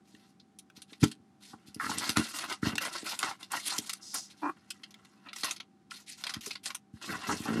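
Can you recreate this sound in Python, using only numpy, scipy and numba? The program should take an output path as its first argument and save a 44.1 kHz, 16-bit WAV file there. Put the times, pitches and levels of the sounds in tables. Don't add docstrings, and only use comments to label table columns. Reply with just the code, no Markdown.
import sys
import numpy as np
from scipy import signal
from scipy.fft import rfft, irfft
from scipy.io import wavfile
from numba import njit

SR = 44100
rng = np.random.default_rng(int(sys.argv[2]) if len(sys.argv) > 2 else 0)


def store_pcm(level_fs):
    pcm = np.round(np.clip(level_fs, -1, 1) * 32767).astype(np.int16)
    wavfile.write(sys.argv[1], SR, np.atleast_2d(pcm).T)


N = 335151
T = np.arange(N) / SR

# [t/s, length/s, rustle level/dB, cardboard rubbing level/dB]
STROKES = [(0.042, 0.27, -69.5, -73), (0.748, 0.04, -57.5, -63.5), (0.871, 0.093, -65.5, -73),
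           (0.996, 0.09, -47.5, -54.5), (1.402, 0.13, -57, -89), (1.655, 0.032, -54.5, -89),
           (1.792, 0.17, -44.5, -46), (1.879, 0.069, -44.5, -40.5), (1.961, 0.16, -38.5, -41.5),
           (2.155, 0.043, -33.5, -29.5), (2.215, 0.096, -41.5, -49), (2.326, 0.13, -41, -44),
           (2.477, 0.051, -41, -39.5), (2.615, 0.054, -43, -47), (2.641, 0.056, -38.5, -32.5),
           (2.798, 0.08, -40.5, -34), (2.917, 0.1, -43, -45.5), (3.038, 0.11, -37.5, -44),
           (3.185, 0.13, -43, -43.5), (3.386, 0.067, -61, -59.5), (3.501, 0.079, -39.5, -39.5),
           (3.566, 0.09, -43.5, -55), (3.647, 0.066, -35.5, -49.5), (3.68, 0.11, -40, -46.5),
           (3.8, 0.15, -50.5, -61), (4.13, 0.038, -48, -44.5), (4.291, 0.023, -55, -77.5),
           (4.356, 0.16, -64, -71), (5.247, 0.05, -83, -54.5), (5.336, 0.2, -51.5, -62),
           (5.429, 0.067, -38.5, -42), (5.898, 0.11, -52, -64.5), (6.06, 0.064, -46, -88),
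           (6.168, 0.069, -51, -63), (6.243, .13, -56.5, -52.5), (6.415, 0.12, -48.5, -61.5),
           (6.63, 0.019, -44, -68), (6.649, 0.03, -38.5, -46), (6.926, 0.1, -65.5, -71),
           (7.008, 0.09, -46, -49), (7.078, 0.093, -47.5, -43), (7.172, 0.19, -48.5, -45),
           (7.258, 0.066, -40, -40), (7.338, 0.16, -47, -51.5), (7.417, 0.41, -50, -44.5)]
# [t/s, length/s, rustle level/dB, rubbing level/dB]
RESTING_FINGERS = (1.4, 4, -72.5, -69)
HAND_MOVES = STROKES + [RESTING_FINGERS]
# [f/Hz, width/Hz, level/dB]
WALL_RESONANCES = [(319.4, 67, -1), (700, 190, -7), (1037, 190, -0.5), (1316, 140, -1), (1555, 110, -0.5),
                   (1914, 95, -2), (2684, 150, -1.5)]


def rustle():
    # [f/Hz, density/dB per Hz]
    rustle_spectrum = [(400, -18), (1000, -13.5), (1900, 2.5), (2900, 4.5), (4300, 9), (6500, 3.5),
                       (10700, 1.5), (12500, -5.5), (16000, -33.5)]
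    crackle = unit(colour(grains(rate=4200, spread_db=2.0), rustle_spectrum))
    patchy = np.zeros(N)
    below = 0
    for edge_hz in np.geomspace(1200, 11000, num=12):
        up_to_edge = signal.sosfiltfilt(signal.butter(6, edge_hz, fs=SR, output="sos"), crackle)
        patchy += (up_to_edge - below) * undb(4.5 * walk(40))
        below = up_to_edge
    patchy += (crackle - below) * undb(4.5 * walk(40))
    pressure = effort([(start, length, db) for start, length, db, _ in HAND_MOVES])
    return unit(patchy * undb(2.2 * walk(110))) * pressure


def rubbing():
    force = grains(rate=1100, spread_db=1.0) * undb(4.5 * walk(70))
    ringing = np.zeros(N)
    for hz, width, db in WALL_RESONANCES:
        centre = hz * np.exp(0.055 * walk(25))
        ringing += sweep(force, centre, hz / width) * undb(db + 3.2 * walk(25))
    walls = unit(lowpass(ringing, hz=2780))
    desk = unit(signal.fftconvolve(force, desk_ring())[:N])
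    pressure = effort([(start, length, db) for start, length, _, db in HAND_MOVES])
    return pressure * (undb(1.12) * walls + undb(-19.5) * desk)


def snaps(free_decay_s=0.0066, damped_decay_s=0.002, settle_s=0.012, rise_s=0.00095,
          crack_db=2, ring_db=-21, ring_t60_s=0.059, facet_db=5.0, gain_db=3.0):
    # [t/s, level/dB, low body relative level/dB, top sizzle relative level/dB]
    snap_events = [(0.398, -52, -30, -22), (0.5873, -45, -40, -0.5), (0.819, -43, -16, 0),
                   (0.9304, -41.5, -9.5, -18), (1.029, -26.5, 3, -12.5), (1.0378, -22.5, -1.5, -6),
                   (1.1145, -35, -14, -7), (1.7449, -40.5, -59, -1.5), (1.9832, -29.5, -31, 0),
                   (2.0414, -30, -25, -8.5), (2.0931, -22, -6, -1), (2.17, -22, 3.5, -3),
                   (2.387, -28.5, -4, -4.5), (2.525, -27.5, -3, -17), (2.7548, -28.5, -2, -5),
                   (2.8506, -28.5, -12, -9), (3.1204, -31, -7, -13), (3.1905, -26.5, -11.5, 2),
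                   (3.2289, -20.5, -1, -16), (3.4292, -34.5, -26, -9.5), (3.518, -44.5, -7, 16),
                   (3.782, -26, -20.5, -1), (3.8948, -26.5, -8, -5), (3.9321, -33, -12.5, 4.5),
                   (4.142, -37.5, 4.5, 10), (4.7043, -30, -21, -7), (4.8341, -35.5, -16.5, -18.5),
                   (4.907, -46.5, -25, -11), (5.0485, -49.5, -13, -11), (5.2867, -37, -18, -40.5),
                   (5.331, -36.5, -31, -11), (5.361, -35.5, -32, -4), (5.384, -35.5, -19, -7),
                   (5.407, -39.5, -18, -2), (5.4333, -24.5, -3, -16), (5.444, -28, -23, -2.5),
                   (5.509, -28, -18.5, -4.5), (5.5626, -35, -16.5, -18), (5.6008, -34.5, -7, -20),
                   (5.909, -34, -24, -16), (6.238, -28.5, -13, -14.5), (6.267, -27.5, -9.5, -14),
                   (6.294, -25, -10, -13.5), (6.338, -29.5, -8, -12.5), (6.409, -38, -15, -5),
                   (6.4609, -34, -9, -1), (6.508, -25.5, -19, -20.5), (6.5537, -35, -9, -20),
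                   (6.657, -26.5, -17.5, -6), (6.7032, -32.5, -5, -16), (6.747, -35, -9, 1)]
    # [f/Hz, density/dB per Hz]
    snap_spectrum = [(250, -23), (600, -9), (1100, 5), (2000, 2), (4200, 1.5), (7000, 3.5), (10800, 3.5),
                     (13000, -9), (16000, -30.5)]
    # [from t/s, to t/s]
    in_box = (1.7, 4.0)
    out = np.zeros(N + SR)
    t = T[:SR // 10]
    hz, base = np.transpose(snap_spectrum)
    grid = np.geomspace(hz[0], hz[-1], num=32)
    for start, db, body, sizzle in snap_events:
        ticks = (rng.random(len(t)) < 400 / SR) * rng.standard_normal(len(t))
        decay_s = damped_decay_s if in_box[0] < start < in_box[1] else free_decay_s
        crinkle = rng.standard_normal(len(t)) * np.exp(-t / decay_s) * np.sqrt(free_decay_s / decay_s)
        settling = undb(12.5) * ticks * np.exp(-t / settle_s)
        ring_hz = np.exp(rng.uniform(np.log(1300), np.log(5000), size=(3, 1)))
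        ring = np.sin(2 * np.pi * ring_hz * t).sum(axis=0) * undb(ring_db - 60 * t / ring_t60_s)
        burst = (crinkle + settling + ring) * (1 - np.exp(-t / rise_s))
        burst[0] += 2 * undb(crack_db)
        tilt_hz, tilt_db = [1340, 2840, 4440, 8060], [body + 4, 0, 0, sizzle - 1.5]
        tilt = np.interp(np.log(grid), np.log(tilt_hz), tilt_db)
        facet = facet_db * rng.uniform(-1.39, 1, len(grid))
        shape = np.interp(np.log(grid), np.log(hz), base) + tilt + facet
        i = int(start * SR)
        out[i:i + len(t)] += undb(db + gain_db) * colour(burst, np.c_[grid, shape])
    return out[:N]


def creaks(slip_rate=400, sharpness=5.9, wander=0.043, overtone=1.3, overtone_db=-4, fade_db=6):
    # [t/s, length/s, level/dB, resonance f/Hz]
    creak_events = [(1.531, 0.016, -50, 864), (1.796, 0.077, -35.5, 1270), (1.891, 0.009, -34.5, 910),
                    (1.913, 0.01, -34.5, 1020), (2.625, 0.013, -38, 1435), (3.257, 0.064, -42, 896),
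                    (3.532, 0.023, -33.5, 1007), (3.71, 0.052, -43, 960), (5.914, 0.0077, -43, 1350),
                    (6.466, 0.021, -50, 290), (7.089, 0.025, -39.5, 1650), (7.132, 0.028, -39, 1150),
                    (7.287, 0.035, -32.5, 990), (7.453, 0.023, -40.5, 860)]
    out = np.zeros(N)
    waver = np.exp(wander * walk(60))
    for start, length, db, hz in creak_events:
        inside = (T > start) & (T < start + length)
        fade = undb(-fade_db * np.clip((T - start) / length, 0, 1))
        pulses = slips(start, slip_rate, jitter=0.27, scatter_db=3.0) * inside * fade
        centre = hz * waver
        sound = sweep(pulses, centre, float(sharpness))
        sound = sound + undb(overtone_db) * sweep(pulses, overtone * centre, float(sharpness))
        band_hz = [hz * 2 / 3, min(hz * 2, 2100)]
        sound = signal.sosfilt(signal.butter(4, band_hz, "band", fs=SR, output="sos"), sound)
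        out += undb(db) * sound / (np.std(sound[inside]) + 1e-9)
    return out


def clacks(contact_s=0.0035, sharpness=9):
    # [t/s, peak level/dB, lowest resonance f/Hz]
    clack_events = [(0.149, -46, 1790), (0.7, -47, 1550), (2.7806, -16.5, 1700), (4.708, -32.5, 1600),
                    (4.942, -41, 2120), (5.331, -33, 1370), (5.362, -34.5, 1250)]
    # [multiple of the lowest, level/dB]
    clack_modes = [(1, 1), (1.6, -1), (2.16, -12)]
    out, t = np.zeros(N + SR), T[:SR // 10]
    for start, db, hz in clack_events:
        contact = rng.standard_normal(len(t)) * np.exp(-t / contact_s)
        peaks = [(hz * k, hz * k / sharpness, mode_db) for k, mode_db in clack_modes]
        ring = resonate(contact, peaks)
        i = int(start * SR)
        out[i:i + len(t)] += undb(db) * ring / np.abs(ring).max()
    return out[:N]


def knocks(gain_db=3, bass_hz=150):
    # [t/s, peak level before the common gain/dB, contact time/ms]
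    knock_events = [(0.141, -49, 2.2), (0.775, -49.5, 2.3), (0.923, -48, 0.61), (1.018, -35.5, 2.7),
                    (1.026, -13.5, 5.8), (1.035, -11, 2.35), (1.198, -50, 3.3), (1.537, -42.5, 1.86),
                    (1.681, -46, 3.3), (1.762, -37, 2.3), (1.899, -33, 2.1), (2.093, -29.5, 2.2),
                    (2.17, -20.5, 3.4), (2.181, -26, 1.7), (2.193, -23, 2.9), (2.6289, -21.5, 2.8),
                    (2.667, -20, 3.4), (2.731, -31.5, 3.3), (3.03, -39, 0.47), (3.788, -33.5, 1.2),
                    (5.436, -40.5, 0.76), (6.365, -34.5, 4.2), (6.47, -46.5, 1.1), (6.936, -38, 5.3),
                    (7.402, -31, 2.9)]
    out, ring = np.zeros(N + SR), desk_ring()
    t_ms = 1000 * T[:512]
    for start, db, contact_ms in knock_events:
        push = np.sin(np.pi * np.minimum(t_ms / contact_ms, 1)) ** 2
        thud = signal.fftconvolve(ring, push)
        thud = signal.sosfilt(signal.butter(2, bass_hz / contact_ms, "high", fs=SR, output="sos"), thud)
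        i = int(start * SR)
        out[i:i + len(thud)] += undb(db + gain_db) * thud / np.abs(thud).max()
    return out[:N]


def desk_ring(tail_db=-24, tail_t60_s=0.29):
    # [f/Hz, level/dB, main decay t60/s]
    desk_modes = [(132, -7, 0.12), (179, -6.5, 0.14), (225.7, 7.5, 0.15), (268.3, 9, 0.073),
                  (303, 14.5, 0.063), (413.6, -0.5, 0.11), (620, -8.5, 0.059)]
    t = T[:SR // 2]
    tail = undb(tail_db - 60 * t / tail_t60_s)
    ring = np.zeros(len(t))
    for hz, db, t60 in desk_modes:
        ring += undb(db) * (undb(-60 * t / t60) + tail) * np.sin(2 * np.pi * hz * t)
    return ring


def scrapes():
    return lid_scrape() + box_shifts() + box_drag() + pack_slide()


def lid_scrape():
    # [f/Hz, width/Hz, level/dB]
    lid_resonances = [(311, 34, 8), (654, 130, -13), (1610, 50, -8), (2415, 88, 4)]
    start, length, db = 4.414, 0.091, -31.5
    catches = slips(start, rate=310, jitter=0.25, scatter_db=3) * (T < start + length)
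    edge_hz = 844 + 2800 * np.clip(T - start, 0, length)
    edge = sweep(catches, edge_hz, 5.5)
    rasp = lowpass(resonate(catches, lid_resonances) + undb(5.5) * edge, hz=1850, order=6)
    return played(rasp, [(start, length, db)])


def box_shifts():
    # [t/s, length/s, level/dB]
    shift_strokes = [(1.806, 0.22, -46), (2.695, 0.082, -45.5), (7.056, 0.12, -40.5), (7.269, 0.079, -33.5),
                     (7.435, 0.26, -38.5)]
    rumble = signal.fftconvolve(grains(rate=410, spread_db=2), desk_ring())[:N]
    return played(rumble, shift_strokes)


def box_drag():
    start, length, db = 7.4685, 0.25, -31
    steps = slips(start, np.full(N, 56.5), jitter=0.02, scatter_db=1)
    body = lowpass(resonate(steps, [(224, 49, 0)]), hz=580)
    walls = lowpass(resonate(steps, WALL_RESONANCES), hz=1400)
    return played(unit(body) + undb(-16) * unit(walls), [(start, length, db)])


def pack_slide():
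    # [f/Hz, density/dB per Hz]
    slide_spectrum = [(2500, -23), (4200, -9), (5100, 0.5), (6500, -4), (8200, -10), (10000, -14),
                      (15000, -37)]
    slide, push = (4.008, 0.25, -48.5), (4.135, 0.055, -36.5)  # s, length in s, dB
    hiss = colour(grains(rate=25000, spread_db=3.1), slide_spectrum)
    return played(hiss, [slide, push])


def fan():
    # [f/Hz, density/dB per Hz]
    air_spectrum = [(30, -26), (87, -9), (230, 0), (350, -5), (520, -22), (780, -16), (920, -22),
                    (1300, -21), (2600, -30), (5000, -32), (10000, -38), (15000, -54)]
    # [f/Hz, level/dB]
    tones = [(200, -65.5), (776, -74)]
    out = undb(-65 + 0.65 * walk(2)) * unit(colour(rng.standard_normal(N), air_spectrum))
    for hz, db in tones:
        phase = 2 * np.pi * np.cumsum(hz + 7 * walk(30)) / SR
        out += undb(db) * np.sin(phase)
    return out


def room(x, early_db=-9, early_t60_s=0.028, late_db=-19, late_t60_s=0.072):
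    t = np.arange(SR // 2) / SR
    early = rng.standard_normal(len(t)) * undb(-60 * t / early_t60_s) * (t > 0.001)
    late = lowpass(rng.standard_normal(len(t)), hz=5660) * undb(-60 * t / late_t60_s) * (t > 0.008)
    echo = undb(early_db) * early / np.linalg.norm(early) + undb(late_db) * late / np.linalg.norm(late)
    echo = signal.sosfilt(signal.butter(2, 450, "high", fs=SR, output="sos"), echo)
    return x + signal.fftconvolve(x, echo)[:N]


def grains(rate, spread_db):
    hit = rng.random(N) < rate / SR
    return hit * rng.choice([-1, 1], N) * undb(spread_db * np.minimum(rng.exponential(size=N), 5))


def slips(start, rate, jitter, scatter_db):
    phase = np.cumsum(rate * np.exp(jitter * walk(np.mean(rate))) * (T > start)) / SR
    return np.diff(np.floor(phase), prepend=0) * undb(scatter_db * rng.standard_normal(N))


def effort(strokes, attack_s=0.021, swell_db=3.5, release_db_per_s=435.5):
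    power = np.zeros(N)
    for start, length, db in strokes:
        span = slice(int(start * SR), int((start + length + 0.2) * SR))
        t = np.maximum(T[span] - start, 0)
        arch = swell_db * (2 * np.minimum(t / length, 1) - 1) ** 2
        release = release_db_per_s * np.maximum(t - length, 0)
        power[span] += (np.minimum(t / attack_s, 1) * undb(db - arch - release)) ** 2
    return np.sqrt(power)


def played(x, strokes):
    inside = (T > strokes[0][0]) & (T < strokes[-1][0] + strokes[-1][1])
    return x / np.std(x[inside]) * effort(strokes)


def walk(rate):
    knots = rng.standard_normal(8192)
    return np.interp(T * rate, np.arange(len(knots)), knots)


def colour(x, points):
    hz, db = np.transpose(points)
    size = 2048
    f = np.maximum(np.arange(size // 2 + 1) * SR / size, 1)
    cepstrum = irfft(np.log(undb(np.interp(np.log(f), np.log(hz), db))))
    cepstrum[1:size // 2] *= 2
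    cepstrum[size // 2 + 1:] = 0
    impulse = irfft(np.exp(rfft(cepstrum)))
    return signal.fftconvolve(x, impulse)[:len(x)]


def resonate(x, peaks):
    return sum(undb(db) * signal.lfilter(*signal.iirpeak(hz, hz / width, SR), x) for hz, width, db in peaks)


@njit
def sweep(x, hz, sharpness):
    y, band, low = np.empty(len(x)), 0., 0.
    for i in range(len(x)):
        g = np.tan(np.pi * hz[i] / SR)
        v = (band + g * (x[i] + 1e-18 - low)) / (1 + g * (g + 1 / sharpness))
        band, low, y[i] = 2 * v - band, low + 2 * g * v, v / sharpness
    return y


def lowpass(x, hz, order=2):
    return signal.sosfilt(signal.butter(order, min(hz, SR / 2 - 1), fs=SR, output="sos"), x)


def undb(db):
    return 10 ** (np.asarray(db) / 20)


def unit(x):
    return x / np.sqrt(np.mean(x ** 2) + 1e-20)


def scene():
    handling = rustle() + rubbing() + snaps() + creaks() + clacks() + knocks() + scrapes()
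    return (room(handling) + fan())[None]


def record(dry):
    thin = signal.sosfilt(signal.butter(6, 76, "high", fs=SR, output="sos"), dry)
    return signal.sosfilt(signal.ellip(8, 0.2, 70, 16000, fs=SR, output="sos"), thin)


dry = scene()
out = record(dry)
store_pcm(out)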